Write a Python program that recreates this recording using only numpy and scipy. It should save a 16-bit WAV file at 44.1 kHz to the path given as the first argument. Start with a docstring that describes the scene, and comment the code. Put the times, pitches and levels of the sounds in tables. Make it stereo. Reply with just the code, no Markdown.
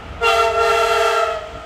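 """Diesel rumble, tyre noise and faint hanging horn tones: a truck comes up a residential street.
Almost at once it sounds one long blast on a chord of air horns, four rasping reeds on one air line;
the pressure dips once midway. Roadside trees and house fronts send back copies that sag in pitch
as the truck passes them, so the chord beats and smears."""
import sys
import numpy as np
from scipy import signal
from scipy.fft import rfft, irfft, next_fast_len
from scipy.io import wavfile
from scipy.ndimage import uniform_filter1d, map_coordinates

SR = 44100
rng = np.random.default_rng(int(sys.argv[2]) if len(sys.argv) > 2 else 0)


def inscribe(sig):
    """Save sig as 16-bit PCM at rate SR to the path in sys.argv[1].

    A 1-D sig is mono; a 2-D sig holds one channel per row.
    Samples are clipped to [-1, 1] before scaling.
    """
    pcm = np.round(np.clip(np.atleast_2d(sig).T, -1, 1) * 32767)
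    wavfile.write(sys.argv[1], SR, pcm.astype(np.int16))


N = 72765


def amp(db):
    """Decibels to gain."""
    return 10 ** (np.asarray(db) / 20)


def unit_rms(x):
    """Scale to rms 1."""
    return x / np.sqrt(np.mean(x ** 2) + 1e-20)


def log_interp(points, at):
    """(position, value) points read on a log axis."""
    positions, values = np.transpose(points)
    return np.interp(np.log(at + 0.0014), np.log(positions), values)


def curve(points):
    """(time [s], value) points, read per sample."""
    return np.interp(np.arange(N) / SR, *np.transpose(points))


def wobble(rate_hz):
    """Smooth random curve, knots at rate_hz."""
    knots = rng.standard_normal(int(N * rate_hz / SR) + 4)
    return map_coordinates(knots, [np.arange(N) * rate_hz / SR])


def filtered(x, response):
    """Zero-phase filter, gain response(hz)."""
    size, pad = next_fast_len(N + SR // 2), SR // 8
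    padded = np.pad(x, [(0, 0)] * (x.ndim - 1) + [(pad, pad)], mode="reflect")
    gain = response(np.fft.rfftfreq(size, 1 / SR))
    return irfft(rfft(padded, size) * gain, size)[..., pad:pad + N]


# Stereo likeness of noise (frequency [Hz], correlation [1])
CORRELATION = [(60, 0.22), (300, 0.95), (1000, 0.2), (3000, 0.21), (8000, 0.025)]
def noise(spectrum):
    """Coloured stereo noise, rms 1, near mono around 300 Hz."""
    size = next_fast_len(N)
    hz = np.fft.rfftfreq(size, 1 / SR)
    angle = np.arccos(np.clip(log_interp(CORRELATION, hz), -1, 1)) / 2
    coloured = rfft(rng.standard_normal((2, size))) * amp(log_interp(spectrum, hz))
    mid, side = irfft(coloured * [np.cos(angle), np.sin(angle)], size)[:, :N]
    return unit_rms(np.array([mid + side, mid - side]))


# Engine noise (frequency [Hz], density [dB])
RUMBLE_SPECTRUM = [(20, -20), (35, 3), (52, -7.5), (70, 7), (95, -2.5), (130, -11.5), (250, -13),
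                   (400, -20.5), (800, -67.5)]
# Firing tones (harmonic [1], level re noise [dB])
FIRING_HARMONICS = [(1, -5), (2, -13), (3, -15.5)]
# Engine envelope (time [s], level [dB])
DIESEL_LEVEL = [(0, -34.5), (.12, -32), (.3, -38), (.65, -37), (1, -40), (1.2, -51.5), (1.33, -37.5),
                (1.48, -46), (1.58, -29), (1.65, -55)]
def diesel(firing_hz=53.9):
    """Low rumble plus harmonics of an unsteady firing rate."""
    phase = 2 * np.pi * np.cumsum(firing_hz * (1 + 0.01 * wobble(8.08))) / SR
    firing = sum(np.sqrt(2) * amp(db + 0.67 * wobble(6.9)) * np.sin(k * phase)
                 for k, db in FIRING_HARMONICS)
    return amp(curve(DIESEL_LEVEL)) * unit_rms(noise(RUMBLE_SPECTRUM) + firing)


# Tyre noise (frequency [Hz], density [dB])
TYRE_SPECTRUM = [(100, -9.5), (280, -7), (550, -3.5), (800, -0.5), (1000, -5), (1300, -6.5), (2000, -7.5),
                 (3000, -8.5), (3900, -18.5), (8000, -31), (9200, -36), (13000, -48), (15500, -62)]
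def tyres(gain_db=-37.5):
    """Broad rush of rolling tyres."""
    return amp(gain_db) * noise(TYRE_SPECTRUM)


# Faint horn tones (centre [Hz], level [dB])
HANGING_TONES = [(456, -49.5), (630, -46), (695, -46), (1240, -44.5), (1325, -48)]
def hanging_tones():
    """Narrow noise bands, heard as wavering tones."""
    band = [(.706, -60), (.985, -6), (1, 0), (1.1, -6), (1.29, -60)]  # (frequency ratio [1], level [dB])
    return sum(amp(db) * noise([(hz * ratio, band_db) for ratio, band_db in band])
               for hz, db in HANGING_TONES)


# Envelope of tyres and faint tones (time [s], level [dB])
STREET_ENVELOPE = [(0, 1), (1.3, -3), (1.5, 0), (1.65, -3.5)]
def traffic():
    """Bed under the blast: engine, tyres, faint tones."""
    tones = hanging_tones()
    return diesel() + amp(curve(STREET_ENVELOPE)) * (tyres() + tones)


# Air line (time [s], pressure [dB])
AIR_PRESSURE = [(.19, -33.5), (.213, -15), (.235, -4.5), (.28, 3.5), (.34, 2.5), (.44, 0.5), (.51, -7),
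                (.57, -8), (.61, -3), (.67, 1), (.9, 2), (1.07, 2), (1.19, -2), (1.27, -8), (1.34, -10),
                (1.385, -17)]
def partial(phase, hz, db, stall_db=-10, flutter_db=1.92):
    """One horn tone: higher ones follow pressure more steeply; the upper mids bark at the start."""
    pressure_db = curve(AIR_PRESSURE)
    slope = min(.3 + .17 * max(np.log2(hz / 500), 0) ** 2 / 2, 1)  # dB per dB of pressure
    stall_gate = 1 / (1 + amp(stall_db - pressure_db) ** 2)
    bark_s, width_s, bark_hz, width_oct = .284, .038, 3120, .31
    bark_db = 11.5 * np.exp(-((np.arange(N) / SR - bark_s) / width_s) ** 2
                            - (np.log2(hz / bark_hz) / width_oct) ** 2)
    fading_db = flutter_db * min(hz / 900, 1) * wobble(14.15)  # fading in the air
    envelope = stall_gate * amp(db + slope * pressure_db + bark_db + fading_db)
    return np.sqrt(2) * envelope * np.sin(phase + 2 * np.pi * rng.random())


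# Lead horn pitch; the others follow (time [s], pitch [Hz])
LEAD_PITCH = [(.2, 696.8), (.24, 693), (.29, 684), (.36, 682.6), (.46, 681.1), (.53, 676.6), (.6, 686.2),
              (.72, 681.4), (.9, 685.6), (1.2, 682), (1.36, 678)]
# Horn spectra (harmonic [1], level [dB])
LEAD_HARMONICS = [(1, -21.5), (2, -24), (3, -39.5), (4, -35.5), (5, -41), (6, -44.5), (7, -49.5), (8, -55),
                  (9, -52.5), (12, -57.5), (14, -67), (22, -74)]
MIDDLE_HARMONICS = [(1, -21.5), (2, -34), (3, -28.5), (4, -38), (5, -43.5), (6, -35.5), (7, -65), (9, -48),
                    (18, -65), (21, -80), (32, -78)]
LOW_HARMONICS = [(1, -28), (2, -37.5), (3, -38.5), (4, -41.5), (5, -47), (8, -54.5), (10, -58), (20, -58),
                 (23, -85), (36, -80)]
SQUEAL_HARMONICS = [(1, -28.5), (2, -42.5), (3, -59), (4, -45), (8, -57), (18, -79)]
# Horn envelopes (time [s], level [dB])
LEAD_LEVEL = [(.22, 7), (.29, 0), (.36, 0.5), (.48, 0.5), (.58, 4.5), (.66, -0.5), (.9, -1), (1.1, -2.5),
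              (1.22, 3), (1.33, 2)]
MIDDLE_LEVEL = [(0.222, 5.5), (.28, 0.5), (.34, -4), (.42, 1.5), (.5, -0.5), (.62, 2.5), (.8, -2.5),
                (1.1, -2.5), (1.33, -3.5)]
LOW_LEVEL = [(.22, 2.5), (.28, 2.5), (.34, -7.5), (.43, 1.5), (.49, -2), (.56, 5), (.63, 5), (.8, -0.5),
             (1.1, 2), (1.33, -3.5)]
SQUEAL_LEVEL = [(.22, -40), (.28, 1), (.35, 1.5), (.44, -8.5), (.52, -25), (.7, -12)]
# Sum tones (first horn, second horn, level [dB])
HORN_PAIRS = [("lead", "middle", -41.5), ("lead", "low", -49.5), ("squeal", "low", -29),
              ("squeal", "middle", -28)]
LEAD_HZ, MIDDLE_HZ, LOW_HZ, SQUEAL_HZ, TOP_HZ = 683, 458, 415.5, 777, 15750
def horns(jitter=0.001098):
    """Four reeds on one air line: harmonics, plus the sum tones their loudness breeds."""
    bank = {"lead": (LEAD_HZ, LEAD_HARMONICS, LEAD_LEVEL),
            "middle": (MIDDLE_HZ, MIDDLE_HARMONICS, MIDDLE_LEVEL),
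            "low": (LOW_HZ, LOW_HARMONICS, LOW_LEVEL),
            "squeal": (SQUEAL_HZ, SQUEAL_HARMONICS, SQUEAL_LEVEL)}
    bend = curve(LEAD_PITCH) / LEAD_HZ
    chord, reeds = np.zeros(N), {}
    for name, (hz, harmonics, envelope) in bank.items():
        unrest = 1 + jitter * (wobble(24.9) + 2 * wobble(300))
        phase = 2 * np.pi * np.cumsum(hz * bend * unrest) / SR
        level_db = curve(envelope)
        reeds[name] = phase, hz, level_db
        for k in range(1, int(TOP_HZ / hz)):
            chord += partial(k * phase, k * hz, log_interp(harmonics, k) + level_db)
    for first, second, db in HORN_PAIRS:
        phase, hz, level_db = (a + b for a, b in zip(reeds[first], reeds[second]))
        chord += partial(phase, hz, db + level_db)
    return chord


# Air noise at the reeds (frequency [Hz], density [dB])
RASP_SPECTRUM = [(800, -29), (1500, -3), (2000, -2.5), (2400, -11.5), (2700, -27), (3300, 5), (3650, -15),
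                 (4200, -9.5), (5000, -12.5), (8200, -10), (8900, -31), (13000, -33), (15500, -46)]
SIZZLE_SPECTRUM = [(5000, -42), (8000, -1), (9000, 2), (12500, -2.5), (15500, -15)]
def air_rasp(chord, rasp_db=-33, sizzle_db=-47, pulsing=0.28):
    """Air tears through the reeds, crackling on the chord's crests; the sizzle needs full pressure."""
    pressure_db = curve(AIR_PRESSURE)
    local_rms = np.sqrt(abs(uniform_filter1d(chord ** 2, size=1000)) + 1e-9)
    crests = unit_rms(np.exp(pulsing * np.minimum(chord / local_rms, 3)))
    rasp = amp(rasp_db + pressure_db) * noise(RASP_SPECTRUM)
    sizzle = amp(sizzle_db + 1.54 * pressure_db) * noise(SIZZLE_SPECTRUM)
    return crests * (rasp + sizzle)


TRUCK_M_S, SOUND_M_S = 19, 343
def echo(x, pass_s, offset_m, pan_db, skew_s):
    """One reflection, loudest with the truck abreast; the growing detour lowers its pitch."""
    t = np.arange(N) / SR
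    ahead_m = TRUCK_M_S * (pass_s - t)
    range_m = np.hypot(ahead_m, offset_m)
    arrival_s = t + (range_m - ahead_m) / SOUND_M_S
    reflected = x * np.sqrt(abs(offset_m) / range_m)
    channels = []
    for side in (1, -1):
        emitted_s = np.interp(t + side * skew_s, arrival_s, t)
        channels.append(amp(side * pan_db / 2) * map_coordinates(reflected, [emitted_s * SR]))
    return np.array(channels)


# Roadside response (frequency [Hz], gain [dB])
ECHO_RESPONSE = [(400, -10.5), (480, -15.5), (620, -11.5), (690, 1), (780, -3), (890, 5.5), (1000, -0.5),
                 (1180, -5), (1320, -1), (1960, 5), (2700, 3.5), (6000, 0), (14000, -7.5)]
# Large reflectors (pass time [s], offset from road [m], level [dB], L-R [dB], L lead and R lag [s])
HOUSE_FRONTS = [(1.25, 12.5, -1.5, 3, -.00003), (1.98, 16, -5, -4.5, .00012), (2.1, 14, -10.5, 4.5, -.0001),
                (0.12, 30, -12.5, 2, .0001)]
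# Diffuse tail (frequency [Hz], T60 [s])
TAIL_T60 = [(400, 0.29), (700, 0.69), (1500, 1.0), (3000, 1.0), (6000, 0.47), (14000, 0.18)]
def street_echoes(blast, tree_count=12, trees_db=-13, tail_db=-13.5):
    """House fronts and scattered trees reflect the blast; a diffuse tail follows."""
    x = filtered(blast, lambda hz: amp(log_interp(ECHO_RESPONSE, hz)))
    walls = sum(amp(db) * echo(x, pass_s, offset_m, pan_db, skew_s)
                for pass_s, offset_m, db, pan_db, skew_s in HOUSE_FRONTS)
    trees = sum(echo(x, -.3 + 2.2 * along, 6 + 24 * away, 8 * (pan - .5), 0.00023 * (pan - .5))
                for along, away, pan in rng.random((tree_count, 3)))
    early = walls + amp(trees_db) * trees / np.sqrt(tree_count)
    hz, t, bins = signal.stft(rng.standard_normal((2, SR)), SR, nperseg=256)
    decay = amp(-60 * t / log_interp(TAIL_T60, hz)[:, None])
    tail = signal.istft(bins * decay, SR, nperseg=256)[1]
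    late = signal.fftconvolve(early + x / 2, tail / np.linalg.norm(tail[0]), axes=1)[:, :N]
    return early + amp(tail_db) * late


def scene():
    """Traffic, horn blast and echoes."""
    chord = horns()
    air = air_rasp(chord)
    echoes = street_echoes(chord + air[0])
    return traffic() + chord + air + echoes


# Microphone port balance (frequency [Hz], L-R [dB])
PORT_BALANCE = [(60, -7), (140, 0), (330, -1.5), (450, -6), (750, 0.5), (1300, -5.5), (1900, -2.5),
                (4200, -1.5), (6400, 5), (9800, -5), (14000, -13)]
def record(dry, ceiling=.95):
    """Two unequally coloured ports, soft clip, band limit."""
    heard = filtered(dry, lambda hz: amp(log_interp(PORT_BALANCE, hz) * np.array([[.5], [-.5]])))
    rounded = heard / (1 + abs(heard / ceiling) ** 10) ** (1 / 10)
    return filtered(rounded, lambda hz: hz < TOP_HZ)


dry = scene()
out = record(dry)
inscribe(out)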